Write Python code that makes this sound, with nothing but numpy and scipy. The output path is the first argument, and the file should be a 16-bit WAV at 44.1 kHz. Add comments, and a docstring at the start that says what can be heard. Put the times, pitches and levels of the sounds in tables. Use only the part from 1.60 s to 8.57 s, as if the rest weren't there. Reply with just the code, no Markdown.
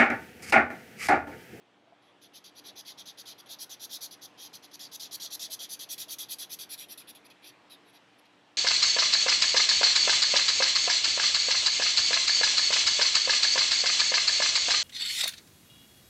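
"""A felt-tip marker scribbles quick back-and-forth strokes on a sketchbook, close to the listener.
The felt catches on paper fibres in dense tiny slips: random clicks over noise, coloured by the tip's speed.
Resonators add a few ringing bands to the slips, and two narrow dips are cut into their colour.
The pad knocks softly now and then, as short fading sine waves, and the room adds a brief echo.
Behind it lie the hiss and faint hum of a quiet room, made of filtered noise and wavering sines."""
import sys
import numpy as np
from scipy import signal
from scipy.fft import irfft
from scipy.io import wavfile
from scipy.ndimage import uniform_filter1d

SR = 44100
rng = np.random.default_rng(int(sys.argv[2]) if len(sys.argv) > 2 else 0)


def digitize_waveform(pressure):
    """Quantize a signal to 16-bit integers and store it at the path in sys.argv[1].

    Rows of a 2-D input are taken as channels; values are limited to [-1, 1].
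    """
    field = np.atleast_2d(pressure).T
    bounded = np.clip(field, -1, 1)
    quanta = np.round(bounded * 32767).astype(np.int16)
    wavfile.write(sys.argv[1], SR, quanta)


def boost_factor(decibels):
    """Convert a level in decibels to a linear amplitude factor."""
    exponent = np.asarray(decibels, float) / 20
    return 10 ** exponent


N = 307377  # length of the scene in samples

REFERENCE_HZ = 7550  # fixed pitch from which the place of the lower dip is counted downward
USUAL_DB = -42.5  # strength of a usual stroke


def evened(x):
    """Scales a signal to rms 1."""
    return x / np.sqrt(np.mean(x ** 2) + 1e-20)


def read(points, hz):
    """Reads a table of (f/Hz, value) along a logarithmic frequency axis."""
    f, value = np.transpose(points)
    return np.interp(np.log(hz + 1), np.log(f + 1), value)


def smooth(x, span, axis=-1):
    """Smooths by a moving average."""
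    return uniform_filter1d(x, span, axis)


def drift(size, span):
    """Slow random wandering of rms 1 that holds for about span samples."""
    span = max(int(span), 1)
    return evened(smooth(smooth(rng.standard_normal(size), span), span))


def resonate(x, hz, width):
    """A resonance of gain 1 at hz: shift that pitch to zero, smooth, and shift back."""
    turn = np.exp(2j * np.pi * np.cumsum(hz * np.ones(len(x))) / SR)
    r = np.exp(-np.pi * width / SR)
    return 2 * (turn * signal.lfilter([1 - r], [1, -r], x / turn)).real


def dip(hz, at_hz, width, depth_db):
    """A narrow cut in dB."""
    return depth_db / (1 + ((hz - at_hz) / (width / 2)) ** 2)


def air_hiss(tilt_when, tilt_db, patchy_db=1.35):
    """Air hiss: noise of a fixed colour in faint patches, its treble tilting slowly."""
    # colour of the hiss: (f/Hz, relative level/dB)
    hiss_colour = [(18, -44), (30, -35), (55, -57), (97, -9.5), (270, -1.5), (468, -4), (811, -2.5),
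                   (1270, -7), (3250, -11), (4680, -19), (9240, -32.5), (13300, -44.5), (14500, -46),
                   (15700, -52)]
    frames, hz = N // 512 + 5, np.fft.rfftfreq(2048, 1 / SR)
    real, imaginary, patches = rng.standard_normal((frames, 1025, 3)).T
    patches = evened(smooth(smooth(patches, 20, 0), 8, 1))
    octaves = np.log2(np.maximum(hz, 1000) / 1000)[:, None]  # above 1 kHz
    tilt = np.interp((np.arange(frames) * 512 - 1024) / SR, tilt_when, tilt_db) * octaves
    colour_db = read(hiss_colour, hz)[:, None] + tilt + patchy_db * patches
    z = (real + 1j * imaginary) * boost_factor(colour_db)
    return evened(signal.istft(z, nperseg=2048, noverlap=1536)[1][:N])


def faint_hum():
    """Steady low tones whose level and phase waver slightly."""
    # tones of the hum: (f/Hz, level against the hiss/dB)
    hum_tones = [(59.2, -34.5), (118.4, -20.5), (187, -20), (295, -11), (355, -17), (469, -17.5)]
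    t, hum = np.arange(N) / SR, np.zeros(N)
    for f, db in hum_tones:
        level = np.sqrt(2) * boost_factor(db + 0.25 * drift(N, 6000))
        hum += level * np.sin(2 * np.pi * f * t + 0.36 * drift(N, 12000))
    return hum


def room_tone():
    """Air hiss and hum of the quiet room, swelling together."""
    # slow swell: (t/s, level before a small fixed lift/dB, treble tilt above 1 kHz/dB per octave)
    swell = [(0.0, -65, -0.5), (0.3, -66, -0.2), (1.07, -61, 0.1), (3.6, -60.5, 0.7), (5.49, -60.5, 0.4),
             (6.97, -63.5, 0.74)]
    when, level_db, tilt_db = np.transpose(swell)
    level = boost_factor(np.interp(np.arange(N) / SR, when, level_db) + 1.06)
    return level * (air_hiss(when, tilt_db) + faint_hum())


def room_echo(x):
    """Sparse reflections of random sign that die away, the low pitches soonest."""
    # how long the echo lasts: (f/Hz, time to fall 60 dB/s)
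    echo_time = [(500, 0.061), (4000, 0.16), (12000, 0.13)]
    taps = np.zeros(SR // 2)
    at = np.arange(100, SR // 2 - 20, 20)
    taps[at + rng.integers(0, 20, len(at))] = rng.choice([-1., 1.], len(at))
    hz, t, z = signal.stft(taps, SR, nperseg=128)
    fall_db = -60 * t / read(echo_time, hz)[:, None]
    tail = signal.istft(z * boost_factor(fall_db), SR, nperseg=128)[1]
    return signal.fftconvolve(x, tail / np.linalg.norm(tail))[:N]


def pad_knocks():
    """Short hollow rings of the pad against the lap: sine waves that start fast and fade."""
    # the knocks: (t/s, relative level/dB, f/Hz)
    knock_list = [(0.272, -53, 670), (0.323, -47.5, 692), (1.898, -52, 700), (3.039, -55, 730),
                  (3.499, -51.5, 700), (3.649, -50.5, 687), (3.89, -47, 645), (4.009, -51.5, 719),
                  (4.278, -60, 683), (4.474, -52, 650)]
    # parts of each ring: (ratio to the knock's pitch, relative level/dB, time to fall 60 dB/s)
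    ring_parts = [(1, -1.5, 0.091), (.81, -22, .08), (1.17, -18, .06)]
    out, t = np.zeros(N + SR), np.arange(SR // 4) / SR
    for s, db, hz in knock_list:
        ring = np.zeros(len(t))
        for ratio, part_db, t60 in ring_parts:
            ring += boost_factor(part_db - 60 * t / t60) * np.sin(2 * np.pi * ratio * hz * t)
        onset = 1 - np.exp(-t / 0.00052)
        out[round(s * SR):][:len(t)] += boost_factor(db) * onset * ring
    return out[:N]


def lowered_hz(s):
    """How far the lower dip in the rub's colour lies below the reference pitch."""
    # centre of a narrow dip, stepping from about 7.3 to 6.3 kHz: (t/s, f before a small wander/Hz)
    dip_place = [(0.4, 7300), (2.6, 7660), (4.0, 7680), (4.6, 7360), (5.04, 7200), (5.14, 6380),
                 (5.5, 6130), (6.9, 6460)]
    return REFERENCE_HZ - np.interp(s, *np.transpose(dip_place))


def fibre_slips(per_s=12000, spread_db=1.0, bed=0.71, bumps_db=0.32):
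    """Fibres let go at random, a few hard, over a smooth rub whose level is slightly bumpy."""
    size = boost_factor(spread_db * np.minimum(rng.exponential(1, N), 4)) * rng.choice([-1., 1.], N)
    clicks = evened(size * (rng.random(N) < per_s / SR))
    return evened(clicks + bed * rng.standard_normal(N)) * boost_factor(bumps_db * drift(N, 160))


def pace(now, s, length, top, gather=1.34, fade=0.72):
    """Speed 0-1 of a stroke: the tip sticks as the hand gathers speed, breaks loose, slows to rest."""
    u, top = (now - s) / length, np.clip(top, .05, .9)
    reach = np.where(u < top, max(1.19 * top, 1.1 - top), 1 - top)
    arch = np.cos(np.pi / 2 * np.clip((u - top) / reach, -1, 1))
    onset = 1 - np.exp(-(np.maximum(now - s, 0) / 0.0012) ** 2)
    return abs(arch) ** np.where(u < top, gather, fade) * onset


def stroke_tint(s, manner, hz):
    """Colour offset in dB of one stroke, from slow change and from its strength, length and shape."""
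    # slow change of colour: (t/s, brightness/dB, extra brightness of late-peaking strokes/dB,
    # weight of the band below 4 kHz/dB, topmost treble/dB)
    slow_colour = [(.4, -4, 0, -12, 1.5), (1.2, -9.5, 1.5, -5, 1.5), (2.0, -7, 2.8, -8, 0.5),
                   (2.6, -6.5, -0.7, -11, 2), (3.2, -12.5, 1.5, -9.5, -1), (3.9, -5, 5.5, -1, -4),
                   (4.4, 0.3, .8, 0, -1), (5.0, 1.6, 1.3, 2, -3.5), (5.4, 6.5, -.8, -4, 1),
                   (5.85, -7, -.6, -2.5, 1), (6.12, -1.5, 1, -9, 3), (6.7, -8.5, 12, -18, 3)]
    # brightness offset, balancing the effort colour: (dB per dB of strength, dB per s of length)
    bright_law = (-0.73, -33)
    # offset of the band below 4 kHz: (dB per dB of strength, dB per s of length,
    # dB for a late against a usual top speed)
    low_law = (-0.28, 83, -2.3)
    # share of the brightness felt at each pitch: (f/Hz, share)
    bright_share = [(5000, 0), (7500, 0.34), (9500, 0.68), (16000, 0.63)]
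    # share of the low band's weight felt at each pitch: (f/Hz, share)
    low_share = [(2200, 0.41), (3500, 0.34), (4200, 0)]
    when, *columns = np.transpose(slow_colour)
    bright, late, low, topmost = [np.interp(s, when, column) for column in columns]
    bright_db = bright + np.dot(bright_law, manner[:2]) + late * manner[2]
    low_db = low + np.dot(low_law, manner)
    tint_db = bright_db * read(bright_share, hz) + low_db * read(low_share, hz)
    return tint_db + topmost * np.clip((hz - 11500) / 2500, 0, 1.5)


def stroke_dulling(s, length, top, t, quick, hz, tooth_hz=6500):
    """Treble lost in dB while a slow starter gathers speed, more so when the lower dip lies low."""
    # the tooth of the paper passes faster under a faster tip, so the top of the rasp climbs
    rasp_top = tooth_hz * (0.32 + 0.7 * quick)
    above = np.clip((hz[:, None] - rasp_top) / 1200, 0, 1) * (hz[:, None] < 9300)
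    slow_start = np.clip(4 * (top - .45), 0, 1)
    most_db = 7.5 * np.clip(lowered_hz(s) / 400, 0, 1)
    return most_db * slow_start * (t < s + top * length) * above


def stroked_slips(patchy_db=2.0):
    """Each stroke speeds up and slows down once; speed sets the level and colour of the slips."""
    # the strokes: (start t/s, length/s, relative strength/dB, place of top speed within the stroke 0-1)
    strokes = [(0.42, 0.11, -73.5, 0.17), (0.614, 0.063, -56, 0.42), (0.733, 0.063, -49, 0.54),
               (0.84, 0.065, -52.5, 0.2), (0.948, 0.055, -50, 0.85), (1.038, 0.075, -47.0, 0.54),
               (1.154, 0.065, -45, 0.65), (1.248, 0.085, -44.9, 0.52), (1.373, 0.054, -46, 0.5),
               (1.455, 0.066, -46.0, 0.45), (1.571, 0.055, -45, 0.6), (1.654, 0.085, -44.5, 0.45),
               (1.777, 0.037, -51.0, 0.82), (1.858, 0.037, -58, 0.3), (1.886, 0.069, -42, 0.54),
               (1.985, 0.065, -40.5, 0.69), (2.093, 0.063, -43.0, 0.44), (2.194, 0.069, -41, 0.84),
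               (2.292, 0.089, -39.5, 0.61), (2.406, 0.069, -39.5, 0.49), (2.509, 0.047, -47.5, 0.35),
               (2.612, 0.058, -45.5, 0.56), (2.775, 0.11, -44, 0.63), (2.929, 0.048, -44.5, 0.45),
               (3.023, 0.044, -49, 0.52), (3.111, 0.02, -56.5, 0.28), (3.127, 0.033, -43.5, 0.94),
               (3.192, 0.09, -43, 0.38), (3.313, 0.053, -39.5, 0.97), (3.396, 0.084, -40, 0.32),
               (3.509, 0.055, -37, 0.84), (3.597, 0.085, -37.5, 0.47), (3.702, 0.059, -38.5, 0.93),
               (3.793, 0.083, -37.0, 0.44), (3.897, 0.061, -38.0, 0.65), (3.99, 0.08, -40, 0.45),
               (4.088, 0.069, -39.0, 0.65), (4.19, 0.064, -41.5, 0.42), (4.287, 0.063, -38, 0.68),
               (4.378, 0.073, -40.5, 0.42), (4.48, 0.073, -39.5, 0.68), (4.584, 0.07, -41, 0.35),
               (4.685, 0.065, -39.0, 0.66), (4.784, 0.072, -41, 0.42), (4.892, 0.063, -40.0, 0.77),
               (4.987, 0.066, -43, 0.39), (5.09, 0.068, -42.5, 0.58), (5.176, 0.079, -46, 0.43),
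               (5.283, 0.063, -46, 0.68), (5.375, 0.057, -50.5, 0.05), (5.47, 0.049, -49.5, 0.63),
               (5.548, 0.039, -56.0, 0.05), (5.641, 0.034, -57.0, 0.71), (5.7, 0.03, -58.5, 0.05),
               (5.822, 0.09, -49.0, 0.64), (6.097, 0.063, -55.5, 0.38), (6.246, 0.069, -66.5, 0.85),
               (6.326, 0.058, -58.5, 0.54), (6.58, 0.022, -63, 0.85), (6.652, 0.02, -61, 0.1)]
    # effort colour, by which harder, faster strokes open the treble: (f/Hz, dB per dB of effort)
    effort_colour = [(3000, -0.42), (4300, 0), (6000, 0.15), (8500, 1.5), (10500, 0.41), (15500, 1.5)]
    catch_db, catch_s = 3, 0.011  # effort added as early-peaking strokes break loose; its fading time
    hz, t, z = signal.stft(fibre_slips(), SR, nperseg=128, noverlap=96)
    colour_db, speed, clock = np.zeros(z.shape), np.zeros(N), np.arange(N) / SR
    for s, length, peak_db, top in strokes:
        now = slice(round(s * SR), round((s + length) * SR))
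        speed[now] += boost_factor(peak_db) * pace(clock[now], s, length, top)
        # against a usual stroke: harder, longer, later to its top speed
        manner = peak_db - USUAL_DB, length - 0.069, np.tanh(15 * (top - 0.6))
        near = (t > s - .003) & (t < s + length + .003)
        quick = pace(t[near] + 0.00028, s, length, top)
        effort_db = peak_db - USUAL_DB + 20 * np.log10(quick + 0.17)
        effort_db += catch_db * (1 - manner[2]) / 2 * np.exp(-abs(t[near] - s) / catch_s)
        stroke_db = stroke_tint(s, manner, hz)[:, None] + read(effort_colour, hz)[:, None] * effort_db
        colour_db[:, near] = stroke_db - stroke_dulling(s, length, top, t[near], quick, hz)
    patches = evened(smooth(smooth(rng.standard_normal(z.shape), 14, 1), 2, 0))
    z = z * boost_factor(colour_db + patchy_db * patches)
    return signal.istft(z, SR, nperseg=128, noverlap=96)[1][:N] * speed


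def felt_rub(slips):
    """The plain colour of felt on paper, as a filter."""
    # colour of the rub: (f/Hz, relative level/dB)
    rub_colour = [(1500, -49), (2300, -46), (2850, -9.5), (3150, -3), (4700, 2), (5300, -1), (6000, 0),
                  (7100, -5), (8300, -11), (9700, -6), (10300, 1), (11500, 0.5), (13600, -7), (15600, -19)]
    gain = boost_factor(read(rub_colour, np.fft.rfftfreq(2048, 1 / SR)))
    return signal.oaconvolve(slips, np.fft.fftshift(irfft(gain)) * np.hanning(2048), "same")


def ringing_bands(slips):
    """The slips excite a few narrow resonances whose pitches wander a little."""
    # steady ringing bands: (f/Hz, width/Hz, relative level/dB)
    steady_bands = [(670, 250, -26), (2034, 520, -23.5), (3312, 360, -11), (5770, 280, -14)]
    # changing level of the ring near 3.8 kHz: (t/s, relative level/dB)
    upper_level = [(5.95, -17), (6.12, 0.3), (6.6, -18)]
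    clock = np.arange(N) / SR
    lower_db = -18 + 6.5 * lowered_hz(clock) / 1000  # ring near 2.5 kHz, stronger as the lower dip moves down
    upper_db = np.interp(clock, *np.transpose(upper_level))
    out = np.zeros(N)
    for f, width, db in steady_bands + [(2543, 300, lower_db), (3770, 250, upper_db)]:
        ring = resonate(slips, f * (1 + 0.023 * drift(N, 2000)), width)
        out += boost_factor(db) * 3 * resonate(ring, f, 4 * width)
    return out


def dips_and_ripple(x, ripple_db=2.5, wander=0.02):
    """Cuts two narrow, wandering dips; random fine peaks, slowly changing, roughen the colour."""
    hz, t, z = signal.stft(x, SR, nperseg=256, noverlap=192)
    ripple = evened(smooth(rng.standard_normal(z.shape[::-1]).T, 30, 1))
    hz = hz[:, None]
    slide = 1 + wander * drift(len(t), 45)
    dips_db = dip(hz, (REFERENCE_HZ - lowered_hz(t)) * slide, 400, -16)  # lower dip
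    upper_depth_db = -30.5 - 7 * lowered_hz(t) / 1000  # deeper as the lower dip moves down
    dips_db += dip(hz, 9150 * slide ** .4, 340, upper_depth_db)
    return signal.istft(z * boost_factor(dips_db + ripple_db * ripple), SR, nperseg=256, noverlap=192)[1][:N]


def marker():
    """The felt tip's slips sound as a rub and as ringing bands, with dips and ripple in their colour."""
    slips = stroked_slips()
    return boost_factor(5.5) * dips_and_ripple(felt_rub(slips) + ringing_bands(slips))


def scene():
    """Pen and pad, their echo in the room, and the room tone."""
    near = marker() + pad_knocks()
    return (near + boost_factor(-13.0) * room_echo(near) + room_tone())[None]


def top_cut(x):
    """Nothing passes above the cut-off."""
    return signal.sosfilt(signal.butter(12, 15750, fs=SR, output="sos"), x)


def record(dry):
    """Turns the finished mix into the final sound."""
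    return top_cut(dry)


dry = scene()
out = record(dry)
digitize_waveform(out)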